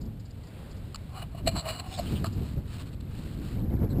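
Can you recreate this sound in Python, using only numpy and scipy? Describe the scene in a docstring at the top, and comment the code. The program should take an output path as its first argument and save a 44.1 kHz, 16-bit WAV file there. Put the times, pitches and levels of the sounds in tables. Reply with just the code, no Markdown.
"""Wind rumbles on the microphone of a small cased camera, carried by hand along a sandy riverbank.
Soft steps swish in the sand over faintly lapping water, and a loose buckle ticks.
Fingers shift, scrape and click on the plastic case, which rings at its resonances.
The mono recorder samples slowly and holds each sample, mirroring the sound into a gritty treble."""
import sys
import numpy as np
from scipy import signal
from scipy.fft import rfft, irfft
from scipy.io import wavfile
from scipy.ndimage import uniform_filter1d

SR = 44100
rng = np.random.default_rng(int(sys.argv[2]) if len(sys.argv) > 2 else 0)


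def wav_out(sig):
    """Save sig, one row per channel (or a flat mono array), as 16-bit PCM at SR to the path in sys.argv[1]."""
    wavfile.write(sys.argv[1], SR, np.round(np.clip(np.atleast_2d(sig).T, -1, 1) * 32767).astype(np.int16))


N = 176400


def undb(db):
    return 10 ** (np.asarray(db) / 20)


def unit(x):
    """Scale to rms 1."""
    return x / np.sqrt(np.mean(x ** 2))


def wander(rate_hz):
    """Smooth random drift, rms 1."""
    span = max(int(SR / rate_hz), 2)
    stairs = np.repeat(rng.standard_normal(N // span + 1), span)
    return unit(uniform_filter1d(stairs, span)[:N])


def colour(x, points):
    """Minimum-phase filter through (Hz, dB) points."""
    hz, db = np.array(points).T
    bins_hz = np.maximum(np.fft.rfftfreq(2 * N, 1 / SR), 1)
    gain = undb(np.interp(np.log(bins_hz), np.log(hz), db))
    cepstrum = irfft(np.log(gain))
    cepstrum[1:N] *= 2
    cepstrum[N + 1:] = 0
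    return irfft(rfft(x, 2 * N) * np.exp(rfft(cepstrum)))[:N]


def ring(x, modes):
    """Sum of resonances given as (Hz, width Hz, dB)."""
    return sum(undb(db) * signal.lfilter(*signal.iirpeak(hz, hz / width, fs=SR), x)
               for hz, width, db in modes)


def grains(per_s, scatter):
    """Dense tiny impulses of uneven size."""
    hits = rng.random(N) < per_s / SR
    return hits * np.sign(rng.standard_normal(N)) * np.exp(scatter * rng.standard_normal(N))


def grit(hz, width_hz):
    """Coarse grains in one steep band, rms 1."""
    band = [(hz, width_hz, 0)]
    return unit(ring(ring(grains(per_s=2200, scatter=0.4), band), band))


def snap(t, start, decay, attack_s=0.0005):
    """Click envelope: quick rise, exponential fall."""
    return np.clip((t - start) / attack_s + 1, 0, 1) * np.exp(-np.maximum(t - start, 0) / decay)


def swell(t, peak, rise, fall, shape):
    """Rise-and-fall envelope; a larger shape flattens the top."""
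    distance = np.maximum((peak - t) / rise, (t - peak) / fall)
    return np.exp(-np.minimum(distance, 20) ** shape)


# River wash. Each row: frequency in Hz, relative density in dB.
RIVER_SPECTRUM = [(100, 3.5), (500, 12), (900, 3), (2900, -3), (4400, -4.5), (6000, -17.5)]


def river(level_db=-59.5, swell_db=2.75):
    """Faint, slowly swelling wash of water."""
    wash = unit(colour(rng.standard_normal(N), RIVER_SPECTRUM))
    return wash * undb(level_db + swell_db * wander(rate_hz=4.25))


# Wavelets, louder as the walker nears the water. Each row: time in seconds, loudest bubble in dB.
LAPPING_LEVELS = [(0, -69), (3.0, -55), (3.35, -52)]


def lapping(bubbles_per_s=220, low_hz=1400, high_hz=4510, decay_cycles=9, glide=0.024, scatter_db=14.5):
    """Small bubbles ring briefly and rise slightly in pitch."""
    out = np.zeros(N + SR)
    age = np.arange(SR // 20) / SR
    for when, pitch, faintness in rng.random((int(bubbles_per_s * N / SR), 3)):
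        hz = low_hz * (high_hz / low_hz) ** pitch
        life = age * hz / decay_cycles
        phase = 2 * np.pi * hz * age * (1 + glide * life / 2)
        db = np.interp(when * N / SR, *np.array(LAPPING_LEVELS).T) - scatter_db * faintness
        start = int(when * N)
        out[start:start + len(age)] += undb(db) * np.exp(-life) * np.sin(phase)
    return out[:N]


# Steps and scuffs. Each row: middle in seconds, half length in seconds, level in dB.
FOOTSTEPS = [(0.956, 1, -64), (2.096, 0.17, -47.5), (2.458, 0.14, -54.5), (2.742, 0.066, -52),
             (2.813, 0.023, -48.5), (2.878, 0.025, -53.5), (2.935, 0.012, -52.5), (3.009, 0.0055, -54),
             (3.231, 0.15, -53.5), (3.488, 0.11, -53.5)]
# Sliding sand. Each row: frequency in Hz, relative density in dB.
SAND_SPECTRUM = [(200, -5), (1250, 2.5), (2100, -3), (2920, 2.5), (3300, -2), (4200, 2), (6000, -11.5)]


def steps(t, patchy_db=1.1):
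    """Sand grains slide underfoot in soft, uneven swishes."""
    weight = sum(undb(db) * swell(t, s, half, half, shape=2.2) for s, half, db in FOOTSTEPS)
    sand = unit(colour(grains(per_s=2900, scatter=0.32), SAND_SPECTRUM))
    return sand * weight * undb(patchy_db * wander(rate_hz=55))


# Buckle ticks. Each row: peak in seconds, level in dB.
BUCKLE_TICKS = [(0.015, -50), (.057, -59), (.199, -54), (.256, -53.5), (0.309, -55.5), (0.438, -55),
                (0.472, -56.5), (0.7132, -50.5), (0.7689, -57), (2.3295, -48)]


def buckle(t, rise_s=0.002, fall_s=0.007):
    """A loose buckle jingles in light, gritty ticks."""
    envelope = sum(undb(db) * swell(t, s, rise_s, fall_s, shape=0.73) for s, db in BUCKLE_TICKS)
    return grit(hz=4650, width_hz=1100) * envelope


# Gusts on the microphone. Each row: time in seconds, base level in dB.
GUST_LEVELS = [(0, -36.5), (.07, -35), (.13, -40), (.27, -44), (.36, -40), (.6, -41.5), (1.39, -40),
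               (1.46, -29.5), (1.51, -37), (1.55, -29.5), (1.63, -43.5), (1.98, -38), (2.14, -27.5),
               (2.32, -34), (2.44, -31.5), (2.55, -36.5), (2.58, -29.5), (2.62, -39), (3.35, -35.5),
               (3.55, -31), (3.7, -31), (3.745, -26.5), (3.78, -31.5), (3.835, -23), (3.885, -30.5),
               (4, -25.5)]
# Rumble and small eddies. Each row: frequency in Hz, relative density in dB.
RUMBLE_SPECTRUM = [(15, -14.5), (30, -4.5), (55, 0.5), (110, .5), (240, -11.5), (400, -24), (1400, -44),
                   (3000, -62.5), (6000, -52.5)]
EDDY_SPECTRUM = [(40, -12.5), (160, 4), (285, 1.5), (420, -9.5), (750, -21), (1300, -33.5), (6000, -59.5)]


def wind(t, buffet_db=0.94, rumble_gain_db=0.5, eddy_gain_db=-4.5, strong_db=-28.5, eddy_growth=1.78):
    """Air buffets the microphone; in strong gusts small eddies grow faster than the rumble."""
    gust_db = np.interp(t, *np.array(GUST_LEVELS).T) + buffet_db * wander(rate_hz=28.03)
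    eddy_db = strong_db + eddy_growth * (gust_db - strong_db)
    rumble = unit(colour(rng.standard_normal(N), RUMBLE_SPECTRUM))
    eddies = unit(colour(rng.standard_normal(N), EDDY_SPECTRUM))
    return rumble * undb(gust_db + rumble_gain_db) + eddies * undb(eddy_db + eddy_gain_db)


# Rasps. Each row: middle in seconds, half length in seconds, band centre in Hz, level in dB.
DRY_RASPS = [(1.943, 0.022, 3700, -44), (1.959, 0.068, 5170, -53), (1.984, 0.014, 4450, -44),
             (2.076, 0.014, 3000, -48), (2.169, 0.016, 3020, -45.5), (3.912, 0.02, 4150, -57.5)]


def rasps(t):
    """Short dry rasps, each in its own band."""
    return sum(undb(db) * grit(hz, width_hz=650) * swell(t, s, half, half, shape=2.6)
               for s, half, hz, db in DRY_RASPS)


# Case clicks. Each row: start in seconds, level in dB, decay in seconds.
CASE_CLICKS = [(0.9456, -34, 0.0042), (.958, -31, 0.0019), (2.2425, -35.5, 0.0082), (2.259, -36.5, 0.0069),
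               (2.266, -41, 0.0075)]
# Click colour. Each row: frequency in Hz, relative density in dB.
CLICK_SPECTRUM = [(200, -17), (700, -5), (1200, 15), (2000, -15), (2900, 6.5), (3500, -11.5), (4300, 11),
                  (5100, -0.5), (6000, -33)]


def clicks(t):
    """The case snaps under the grip."""
    envelope = sum(undb(db) * snap(t, s, decay) for s, db, decay in CASE_CLICKS)
    return unit(colour(rng.standard_normal(N), CLICK_SPECTRUM)) * envelope


# Fingertip blows. Each row: start in seconds, force gain in dB, low-pass cutoff in Hz.
FINGER_KNOCKS = [(1.138, 2.5, 950), (1.346, 0, 800), (1.4725, 15, 810), (2.2436, 14, 2280)]
# Low ring of a knock. Each row: frequency in Hz, width in Hz, gain in dB.
KNOCK_MODES = [(680, 45, 3), (1162, 89, -1.5)]


def knocks(t, chatter_db=-22.5, chatter_decay_s=0.0078):
    """A soft fingertip lands on the case and chatters briefly."""
    chatter = undb(chatter_db) * rng.standard_normal(N)
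    force = 0
    for s, db, cutoff_hz in FINGER_KNOCKS:
        blow = chatter * snap(t, s, chatter_decay_s)
        blow[int(s * SR)] += 1
        softness = signal.butter(4, cutoff_hz, fs=SR, output="sos")
        force = force + undb(db) * signal.sosfilt(softness, blow + 1e-18)
    return ring(force, KNOCK_MODES)


# Upper case resonances. Each row: frequency in Hz, width in Hz, gain in dB.
CASE_MODES = [(1066, 140, -13.5), (1260, 380, -19), (2390, 24, -18), (2908, 64, -6), (4145, 220, -12),
              (4390, 290, -16)]


def case(force, low_hz, low_width_hz=44, low_db=4.5, leak_db=-21.5):
    """The plastic case rings and passes a little force straight through; grip sets its lowest mode."""
    return ring(force, [(low_hz, low_width_hz, low_db)] + CASE_MODES) + undb(leak_db) * force


def drive(force, db, low_hz):
    """Scale a force so that it rings the case at the given level."""
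    return force * undb(db) / np.std(case(force[:SR], low_hz))


# Finger rubs. Each row: peak, rise and fall in seconds, lowest case mode and push centre in Hz,
# push, scrape and squeak levels in dB.
FINGER_RUBS = [ (1.18, 0.039, 0.034, 745, 1090, -43, -47.5, -53.5),
               (1.222, 0.0054, 0.012, 709, 930, -40, -42.5, -53),
               (1.394, 0.048, 0.015, 664, 910, -50.5, -52, -63),
               (1.477, 0.0074, 0.012, 665, 660, -28, -27.5, -27),
               (1.518, 0.0062, 0.031, 670, 990, -52, -49, -51),
               (1.567, 0.0099, 0.013, 659, 990, -33.5, -38, -42),
               (1.597, 0.025, 0.014, 670, 1070, -46.5, -44.5, -35.5),
               (1.666, 0.033, 0.023, 637, 900, -39.5, -42, -79),
               (1.687, 0.0097, 0.026, 660, 970, -41, -35, -37),
               (1.754, 0.062, 0.03, 705, 1240, -49, -50, -50.5),
               (1.803, 0.013, 0.0038, 650, 1060, -48, -41, -41.5),
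               (1.855, 0.089, 0.036, 723, 950, -49, -55.5, -60.5),
               (1.937, 0.036, 0.021, 770, 825, -45.5, -44.5, -53.5),
               (1.993, 0.011, 0.009, 678, 640, -27, -38.5, -41.5)]
# Friction forces. Each row: frequency in Hz, relative density in dB.
SCRAPE_SPECTRUM = [(100, -29), (450, 0.5), (660, -2), (850, -9), (1500, -4), (2600, 7.5), (3200, -3),
                   (3800, -2.5), (6000, -11)]
SQUEAK_SPECTRUM = [(2000, -28.5), (3500, 5), (4250, 12.5), (6000, -14)]


def rubs(t, slips_per_s=5000, scatter=0.4, push_q=1.85, patchy_db=1.0):
    """Skin sticks and slips on the case; each rub mixes a dull push, a scrape and a squeak."""
    scrape = colour(grains(slips_per_s, scatter), SCRAPE_SPECTRUM)
    squeak = colour(grains(slips_per_s, scatter), SQUEAK_SPECTRUM)
    drag = grains(slips_per_s, scatter)
    catching = undb(patchy_db * wander(rate_hz=260))
    out = 0
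    for s, rise, fall, low_hz, push_hz, push_db, scrape_db, squeak_db in FINGER_RUBS:
        band = [(push_hz, push_hz / push_q, 0)]
        push = ring(ring(drag, band), band)
        force = drive(push, push_db, low_hz)
        force += drive(scrape, scrape_db, low_hz)
        force += drive(squeak, squeak_db, low_hz)
        out = out + case(force * catching * swell(t, s, rise, fall, shape=1.39), low_hz)
    return out


def scene():
    """Wind, river, steps and handling reach one microphone."""
    t = np.arange(N) / SR
    outdoors = wind(t) + river() + steps(t)
    handling = rubs(t) + rasps(t) + clicks(t) + knocks(t)
    mono = outdoors + handling + buckle(t) + lapping()
    return np.array([mono, mono])


ANTIALIAS_HZ, HOLD_HZ, TOP_HZ = 5610, 12000, 15300


def record(dry):
    """Slow sample-and-hold mirrors the sound upward; a steep low-pass cuts the top."""
    length = N + SR
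    tail_fade = np.clip((length - np.arange(length)) / SR, 0, 1)
    padded = np.pad(dry, ((0, 0), (0, SR)), mode="reflect") * tail_fade
    band = signal.sosfilt(signal.butter(10, ANTIALIAS_HZ, fs=SR, output="sos"), padded)
    slow = signal.resample(band, length * HOLD_HZ // SR, axis=1)
    held = signal.resample(np.repeat(slow, 4, axis=1), length, axis=1)[:, :N]
    return signal.sosfilt(signal.ellip(10, .2, 80, TOP_HZ, fs=SR, output="sos"), held)


dry = scene()
out = record(dry)
wav_out(out)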